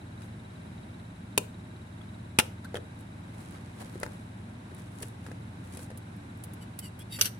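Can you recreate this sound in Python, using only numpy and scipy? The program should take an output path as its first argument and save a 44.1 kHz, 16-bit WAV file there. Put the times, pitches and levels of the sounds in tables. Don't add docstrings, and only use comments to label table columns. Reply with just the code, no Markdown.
import sys
import numpy as np
from scipy import signal
from scipy.fft import rfft, irfft
from scipy.io import wavfile
from scipy.ndimage import uniform_filter1d

SR = 44100
rng = np.random.default_rng(int(sys.argv[2]) if len(sys.argv) > 2 else 0)


def materialize(psi):
    bounded = np.clip(np.atleast_2d(psi).T, -1, 1)
    quanta = np.round(bounded * 32767).astype(np.int16)
    wavfile.write(sys.argv[1], SR, quanta)


N = 325899
T = np.arange(N) / SR
HIT = T[:SR // 2]

# (time [s], crack [dB], crack t60 [s], panel ring [dB], thump [dB],
# thump pitch [Hz], blade ring [dB], left minus right [dB])
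SNIPS = [(1.3771, -9, 0.021, -31, -21, 400, -52, 1.5), (2.3868, -10.5, 0.05, -13, -16, 236, -43, 1),
         (2.3980, -12.5, 0.02, -24, -40, 520, -53, 1.5)]
# (frequency [Hz], level [dB])
CRACK_COLOURS = [
    [(60, -28), (200, -6), (500, -4), (720, -12), (1030, -5), (1400, -12), (2050, -16), (2500, 2),
     (2900, -1), (3300, -14), (3600, -3), (4000, -17), (4350, -8), (5000, -14), (9600, -4), (11700, -16),
     (12500, -8), (13500, -18)],
    [(60, -25), (200, -6), (500, -7), (1100, -7), (1400, 1), (1750, -5), (2500, 2), (3600, -3), (4300, -10),
     (5700, -6), (7000, -10), (9800, -1), (12000, -10), (16000, -20)],
    [(300, -13), (860, -2), (1100, -8), (1450, 4), (2000, 0), (2800, 1), (3600, -5), (4500, -11),
     (7000, -13), (10000, -8), (12000, -16), (16000, -26)],
]
# (frequency [Hz], level [dB], t60 [s])
BOX_MODES = [(519, -6, .05), (650, -14, .04), (869, 0, .065), (1015, -9, .04), (1315, 0, .06),
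             (1535, -3, .05), (2070, -8, .035), (2495, 3, .06), (2620, -7, .04), (2782, 1, .06),
             (2932, -5, .045), (3128, -4, .06), (3420, -4, .035)]

# (time [s], cardboard clack [dB], wall thud [dB], plastic tick [dB])
KNOCKS = [(.219, -47, -54, -49), (2.645, -43, -58, -48), (2.7434, -29, -22, -45), (2.754, -31.5, -28, -43),
          (2.7625, -35, -28, -44), (2.7693, -31, -32, -42), (2.781, -45.5, -35.5, -56),
          (3.9555, -44, -31, -60), (4.013, -44.5, -38, -50), (4.0318, -21, -23.5, -34),
          (4.0628, -31.5, -42, -66), (4.717, -49, -39, -68), (5.014, -47, -37.5, -66),
          (5.028, -37, -46, -32.5), (5.034, -42.5, -33.5, -61), (5.264, -38.5, -45, -45),
          (5.285, -45, -37, -64), (5.315, -39, -36, -49), (5.7713, -47, -40.5, -40), (5.792, -42, -38, -44),
          (5.903, -42.5, -40.5, -48), (5.914, -44.5, -39.5, -56)]
# (frequency [Hz], level [dB])
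CLACK_COLOUR = [(250, -1), (900, 0.5), (1120, -2), (1350, 2.5), (1700, 5), (2080, 1.5), (2330, -16),
                (2600, -8), (3200, -29), (4000, -11.5), (12000, -25)]
# (frequency [Hz], level [dB])
JOLT_COLOUR = [(1000, -13), (2500, 4.5), (6000, 1.5), (8500, 2.5), (10300, 9), (12000, -13), (16000, -24)]
# (time [s], level [dB])
RATTLES = [(2.754, -35), (2.7622, -37), (2.7695, -39)]
# (time [s], level [dB])
TICKS = [(3.008, -48.5), (3.509, -45), (4.0, -36), (4.747, -42.5), (5.0234, -29.5), (5.0825, -42),
         (5.7713, -36.5)]
# (frequency [Hz], level [dB])
TICK_COLOUR = [(1000, -33), (3000, -0.5), (6000, -5), (8000, 6), (10500, 13.5), (12500, 1), (16000, -4)]
KNOCK_PAN_DB, TICK_PAN_DB = 2.5, -2
TICK_T60_S = 0.015
THUD_HZ = 571
THUD_OCTAVE_DB = 21
THUD_SCATTER_OCTAVES = 0.055
THUD_CYCLES = 13

# (middle [s], length [s], level [dB], extra treble [dB])
RUBS = [(0.234, .06, -57.5, 2), (3.002, 0.055, -66, 9), (3.42, 0.15, -54, 1.5), (3.544, .09, -51, -9),
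        (3.67, 0.042, -53.5, -6), (3.85, 0.18, -53, -2), (4.043, 0.24, -54.5, 1.5), (4.79, 0.11, -56.5, 2),
        (5.016, .1, -51.5, 5.5), (5.28, 0.15, -58.5, -1), (5.67, 0.041, -55, 4), (5.745, .06, -53.5, 2),
        (5.814, .07, -49, 8)]
# (frequency [Hz], level [dB])
RUSTLE_COLOUR = [(300, 10.5), (700, 8), (1500, 4.5), (3000, -4.5), (6000, -9.5), (8500, -4.5), (10300, -4),
                 (12000, -11), (15500, -19)]
RUB_EDGE_DB, RUB_SHAPE = -6, 1.53
CRACKLE_DB = -11
RUB_TREBLE_HZ = 6000

# (middle [s], length [s], squeak or ring [dB], scrape [dB], squeak or ring frequency [Hz],
# glide [share of that frequency over the stroke])
SLIDES = [(2.016, .009, -51, -62, 1300, 0), (2.652, 0.021, -49, -58, 1450, 0.26),
          (6.627, 0.031, -58, -54, 3010, 0), (6.797, 0.016, -54, -54, 1980, 0),
          (6.853, .058, -51, -48.5, 2910, -0.089), (7.013, 0.037, -53, -55, 3350, 0.063),
          (7.136, .048, -48.5, -47.5, 3740, -0.014), (7.145, 0.063, -48.5, -47, 4640, -.02),
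          (7.163, 0.042, -53, -46, 2720, -.04), (7.199, 0.021, -48, -44, 12950, 0)]
# (frequency [Hz], width [Hz], level [dB])
BLADE_RESONANCES = [(2070, 100, -6), (2860, 320, -3), (4630, 130, -4), (5650, 260, -6), (7600, 220, -2),
                    (8800, 550, -1.5), (10400, 200, 3), (11700, 700, -8), (13100, 220, -4),
                    (14600, 500, -11)]
# (frequency [multiple of its pitch], level [dB])
SQUEAK_MODES = [(.71, -9), (1.58, -15), (2.63, -7)]
# (time [s], level [dB])
CLICKS = [(5.974, -41), (6.163, -57), (6.372, -54.5), (6.4374, -36.5), (6.535, -44), (6.789, -30.5),
          (6.991, -43)]
# (frequency [Hz], level [dB])
PIVOT_COLOUR = [(1000, -30), (3000, 0), (6000, -4), (8000, 3), (10700, 12), (12000, 4), (16000, 0)]
SLIDE_SHAPE, RASP_DB = 2.5, 2.4
CLICK_T60_S, CLICK_RING_DB, CLICK_PAN_DB = 0.04, -22, -1.5

# (time [s], level [dB], table knock [dB], left minus right [dB])
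DROPS = [(7.188, -46, -36, 0), (7.194, -46, -39, 0), (7.211, -13, -33.5, 3.5), (7.2122, -12, -39.5, -12.5),
         (7.220, -26.5, -50, 11), (7.245, -30.5, -42, 0), (7.2548, -23.5, -40, 1), (7.270, -37, -42.5, 6)]
# (frequency [Hz], width [Hz], level [dB], left minus right [dB])
CLATTER = [(1612, 260, -12.5, -4.5), (2912, 260, -0.5, 0), (3660, 870, -2, 5), (4550, 180, -1, -2),
           (5850, 490, 2.5, -5), (8000, 760, -2.5, -4), (9100, 540, -6, 2), (10040, 230, -2.5, 4),
           (11150, 370, -4.5, 16), (13000, 350, -1.5, 5), (14780, 220, -9, 0)]
# (frequency [Hz], level [dB], t60 [s])
STEEL_MODES = [(2283, -12, .2), (2817, -6, .08), (4604, -4, .09), (4720, -5, .08), (5790, -4, .07),
               (9163, 0.5, .16), (10168, -8, .12), (10531, -6, .09), (11414, -2, .1), (12713, -2, .15),
               (12906, -4, .15), (12971, -2, .15), (14120, -12, .16), (14770, -9, .13)]
# (level [dB], t60 [s])
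SKID = [(-20, 0.07), (-12, 0.023)]
# (frequency [Hz], level [dB])
TABLE_COLOUR = [(200, 2), (450, 3), (750, -5), (1250, 2), (1900, 2), (2600, -4), (12000, -22)]
DROP_RING_DB = -16

# (frequency [multiple of the turning rate], rms level [dB])
HUM = [(3.2, -63.5), (4.86, -51.5), (6, -49.5), (7, -56.5), (9, -55), (10, -58), (20, -71), (34, -70.5)]
# (time [s], level [dB])
CHIRP = [(.5, -60.5), (2.2, -63), (3.0, -67), (6.0, -66.5)]
# (frequency [Hz], level [dB])
SCUFF_COLOUR = [(900, -7), (1600, 12.5), (2200, -25), (3900, 2.5), (4600, -26.5), (8000, -6.5),
                (14000, -42)]
TURN_HZ = 18.3
CHIRP_AT_TURN = 0.29
# (frequency [Hz], relative level per Hz [dB])
AIR_COLOUR = [(20, -14), (42, -16.5), (75, -9), (110, -2), (150, -6), (205, -1), (300, -8), (430, -18),
              (900, -16.5), (1200, -22.5), (2200, -24.5), (3300, -32.5), (3950, -32.5), (4500, -37),
              (7000, -41.5), (10200, -36), (12000, -48.5), (16000, -56.5)]
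AIR_DB = -46
# (frequency [Hz], side minus mid [dB])
WIDTH = [(60, -22), (200, -20.5), (380, -3.5), (700, 2.5), (1290, 2.5), (2400, 2), (4400, -1), (15000, 0.5)]
# (frequency [Hz], side minus mid [dB])
NEAR_WIDTH = [(100, -5), (400, -8), (2500, -2), (8000, 0.5)]
# (frequency [Hz], level [dB])
ROOM_COLOUR = [(100, -12), (500, 11), (1000, 2.5), (2700, -5), (6000, -2.5), (10000, -5.5), (15000, -4.5)]
LOW_CUT_HZ, TOP_HZ = 42, 16200


def snips():
    out = np.zeros((2, N))
    for snip, colour in zip(SNIPS, CRACK_COLOURS):
        s, crack_db, t60, panel_db, thump_db, thump_hz, blade_db, pan_db = snip
        crack = amp(crack_db) * burst(colour, t60)
        panels = amp(panel_db) * ring(BOX_MODES)
        thump = amp(thump_db) * thud(thump_hz, t60=0.048, spread=1.36, share=0.4) * balance(pan_db=2.0)
        steel = amp(blade_db) * ring(STEEL_MODES)
        add(out, s, crack + panels + thump + steel, pan_db)
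    return out


def handling():
    out = np.zeros((2, N))
    for s, clack_db, thud_db, tick_db in KNOCKS:
        add(out, s, knock(clack_db, thud_db, tick_db), KNOCK_PAN_DB)
    for s, db in RATTLES:
        buzz = resonance(hz=3270, width=260) * fade(t60=0.028)
        add(out, s, amp(db) * buzz, pan_db=-2.0)
    for s, db in TICKS:
        add(out, s, amp(db) * burst(TICK_COLOUR, TICK_T60_S), TICK_PAN_DB)
    return out


def knock(clack_db, thud_db, tick_db):
    half = len(BOX_MODES) // 2
    cardboard, plastic = BOX_MODES[:half], BOX_MODES[half:]
    octaves_down = min(clack_db - thud_db, 0) / THUD_OCTAVE_DB
    scatter = THUD_SCATTER_OCTAVES * rng.uniform(-1, 1)
    hz = THUD_HZ * 2 ** (octaves_down + scatter)
    wall = thud(hz, t60=THUD_CYCLES / hz, spread=1.3, share=0.28)
    clack = burst(CLACK_COLOUR, t60=0.017) + amp(-13) * ring(cardboard)
    tick = amp(-1.5) * burst(JOLT_COLOUR, t60=0.032) + amp(-11.5) * ring(plastic)
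    return amp(thud_db) * wall + amp(clack_db) * clack + amp(tick_db) * tick


def thud(hz, t60, spread, share):
    modes = [(1 / spread, share), (1, 1), (spread, share)]
    return sum(size * np.sin(2 * np.pi * hz * ratio * HIT) for ratio, size in modes) * fade(t60)


def blades():
    out = np.zeros((2, N))
    for s, length, tone_db, scrape_db, tone_hz, glide in SLIDES:
        travel = HIT / length - 2
        pressure = np.exp(-abs(2 * travel) ** SLIDE_SHAPE)
        rasp = amp(RASP_DB * walk(350)[:len(HIT)])
        steel = sum(amp(db) * resonance(hz, width) for hz, width, db in BLADE_RESONANCES)
        scrape = amp(scrape_db) * unit(steel * rasp)
        pitch = tone_hz * (1 + glide * np.clip(travel, -.5, .5))
        add(out, s - 2 * length, pressure * (scrape + amp(tone_db) * steel_tone(pitch)), 0)
    for s, db in CLICKS:
        click = burst(PIVOT_COLOUR, CLICK_T60_S) + amp(CLICK_RING_DB) * ring(STEEL_MODES)
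        add(out, s, amp(db) * click, CLICK_PAN_DB)
    return out


def steel_tone(hz, wobble=0.75, flutter_db=3.2):
    wander = wobble * walk(340)[:len(HIT)]
    start = rng.uniform(0, np.pi / 2, (2, 1))
    phase = 2 * np.pi * np.cumsum(hz) / SR + wander + start
    tone = unit(np.sin(phase) * amp(flutter_db * walk(250)[:len(HIT)]))
    audible = [(ratio, db) for ratio, db in SQUEAK_MODES if ratio * hz.max() < TOP_HZ]
    return tone + sum(amp(db) * resonance(ratio * hz, width=90) for ratio, db in audible)


def scissors_down():
    out = np.zeros((2, N))
    for s, blow_db, table_db, pan_db in DROPS:
        t60 = np.interp(blow_db, *np.transpose(SKID))
        steel = sum(amp(db) * balance(side_db) * resonance(hz, width) for hz, width, db, side_db in CLATTER)
        clatter = unit(steel) * fade(t60)
        blow = amp(blow_db) * (clatter + amp(DROP_RING_DB) * ring(STEEL_MODES))
        table = amp(table_db) * burst(TABLE_COLOUR, t60=0.067)
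        add(out, s, blow + table, pan_db)
    return out


def rubbing():
    grains = unit(amp(2.2 * walk(700) + 3.4 * walk(45)))
    hiss = noise(RUSTLE_COLOUR, N) * grains + amp(CRACKLE_DB) * crackle()
    dull = signal.sosfiltfilt(signal.butter(2, RUB_TREBLE_HZ, fs=SR, output="sos"), hiss)
    treble = hiss - dull
    out = 0
    for s, length, db, treble_db in RUBS:
        pressure = amp(db + RUB_EDGE_DB * abs(2 * (T - s) / length) ** RUB_SHAPE)
        out = out + pressure * (dull + amp(treble_db) * treble)
    return out


def crackle(per_s=70, t60=0.007):
    snaps = (rng.random(N) < per_s / SR) * rng.uniform(-1.06, 1, N)
    return unit(signal.fftconvolve(snaps[None], burst(JOLT_COLOUR, t60), axes=1)[:, :N])


def machine(chirp_hz=3880, scuff_db=-61, chirp_turns=0.069, scuff_turns=0.51):
    hum = 0
    for multiple, db in HUM:
        level = amp(db + 1.0 * walk(5)) * np.sqrt(2)
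        phase = 2 * np.pi * multiple * TURN_HZ * T + 0.19 * walk(4) + rng.uniform(0, 2 * np.pi)
        hum = hum + level * np.sin(phase)
    turn = (TURN_HZ * T - CHIRP_AT_TURN + .5) % 1 - .5
    chirp_level = amp(np.interp(T, *np.transpose(CHIRP)) + 2 * walk(18)) * np.sqrt(2)
    chirp_tone = np.sin(2 * np.pi * chirp_hz * T + .7 * walk(400))
    chirp = chirp_level * np.exp(-(turn / chirp_turns) ** 2) * chirp_tone
    scuff = amp(scuff_db) * np.exp(-(turn / scuff_turns) ** 2) * noise(SCUFF_COLOUR, N)
    return hum + chirp + scuff


def air():
    return amp(AIR_DB + .5 * walk(6)) * noise(AIR_COLOUR, N)


def room(x, wet_db=-19, t60=0.3):
    tail = noise(ROOM_COLOUR, len(HIT)) * fade(t60, rise=0.0022)
    tail = tail / np.sqrt(np.sum(tail ** 2) / 2)
    return x + amp(wet_db) * signal.fftconvolve(x, tail, axes=1)[:, :N]


def burst(points, t60):
    decay = fade(t60, rise=0.00034)
    spectrum = rfft(noise(points, len(HIT), NEAR_WIDTH) * decay)
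    local = np.sqrt(uniform_filter1d(abs(spectrum) ** 2, size=240) + 1e-12)
    sound = irfft(spectrum / local * gains(points, len(HIT)))
    sound = sound * (HIT < HIT[-1] / 2)
    return unit(sound) * np.sqrt(np.mean(decay ** 2))


def ring(modes):
    out = 0
    for hz, db, t60 in modes:
        phase = rng.uniform(0, 2 * np.pi) + 0.56 * rng.standard_normal((2, 1))
        out = out + amp(db) * np.sin(2 * np.pi * hz * HIT + phase) * fade(t60)
    return out / np.sqrt(sum(amp(db) ** 2 for _, db, _ in modes))


def resonance(hz, width):
    push = rng.standard_normal((2, len(HIT))) + 1j * rng.standard_normal((2, len(HIT)))
    slow = 1 / (1 + (np.fft.rfftfreq(len(HIT), 1 / SR) / width) ** 2)
    swing = irfft(rfft([push.real, push.imag]) * slow)
    phase = 2 * np.pi * np.cumsum(hz * np.ones(len(HIT))) / SR
    return unit(swing[0] * np.cos(phase) + swing[1] * np.sin(phase))


def noise(points, size, stereo=WIDTH):
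    mid, side = rfft(rng.standard_normal((2, size)))
    width = gains(stereo, size)
    left_right = mid + np.array([[1], [-1]]) * width * side
    return unit(irfft(left_right * gains(points, size) / np.hypot(1, width), size))


def fade(t60, rise=0.00055):
    return (1 - np.exp(-HIT / rise)) * np.exp(-np.log(1000) * HIT / t60)


def walk(rate):
    k = int(SR / rate)
    steps = np.repeat(rng.standard_normal(N // k + 1), k)[:N]
    return unit(uniform_filter1d(steps, k))


def gains(points, size):
    hz, db = np.transpose(points)
    log_hz = np.log(np.fft.rfftfreq(size, 1 / SR) + 1)
    return amp(np.interp(log_hz, np.log(hz), db))


def amp(db):
    return 10 ** (np.asarray(db) / 20)


def unit(x):
    return x / np.sqrt(np.mean(x ** 2))


def balance(pan_db):
    return amp(np.array([[pan_db], [-pan_db]]) / 2)


def add(out, s, sound, pan_db):
    i = int(s * SR)
    out[:, i:i + len(HIT)] += (sound * balance(pan_db))[:, :N - i]


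def scene():
    hands = snips() + handling() + rubbing() + blades() + scissors_down()
    return room(hands) + machine() + air()


def record(dry):
    lean = signal.sosfilt(signal.butter(4, LOW_CUT_HZ, "high", fs=SR, output="sos"), dry)
    clipped = np.clip(lean, -1, 1)
    return signal.sosfilt(signal.ellip(10, .2, 70, TOP_HZ, fs=SR, output="sos"), clipped)


dry = scene()
out = record(dry)
materialize(out)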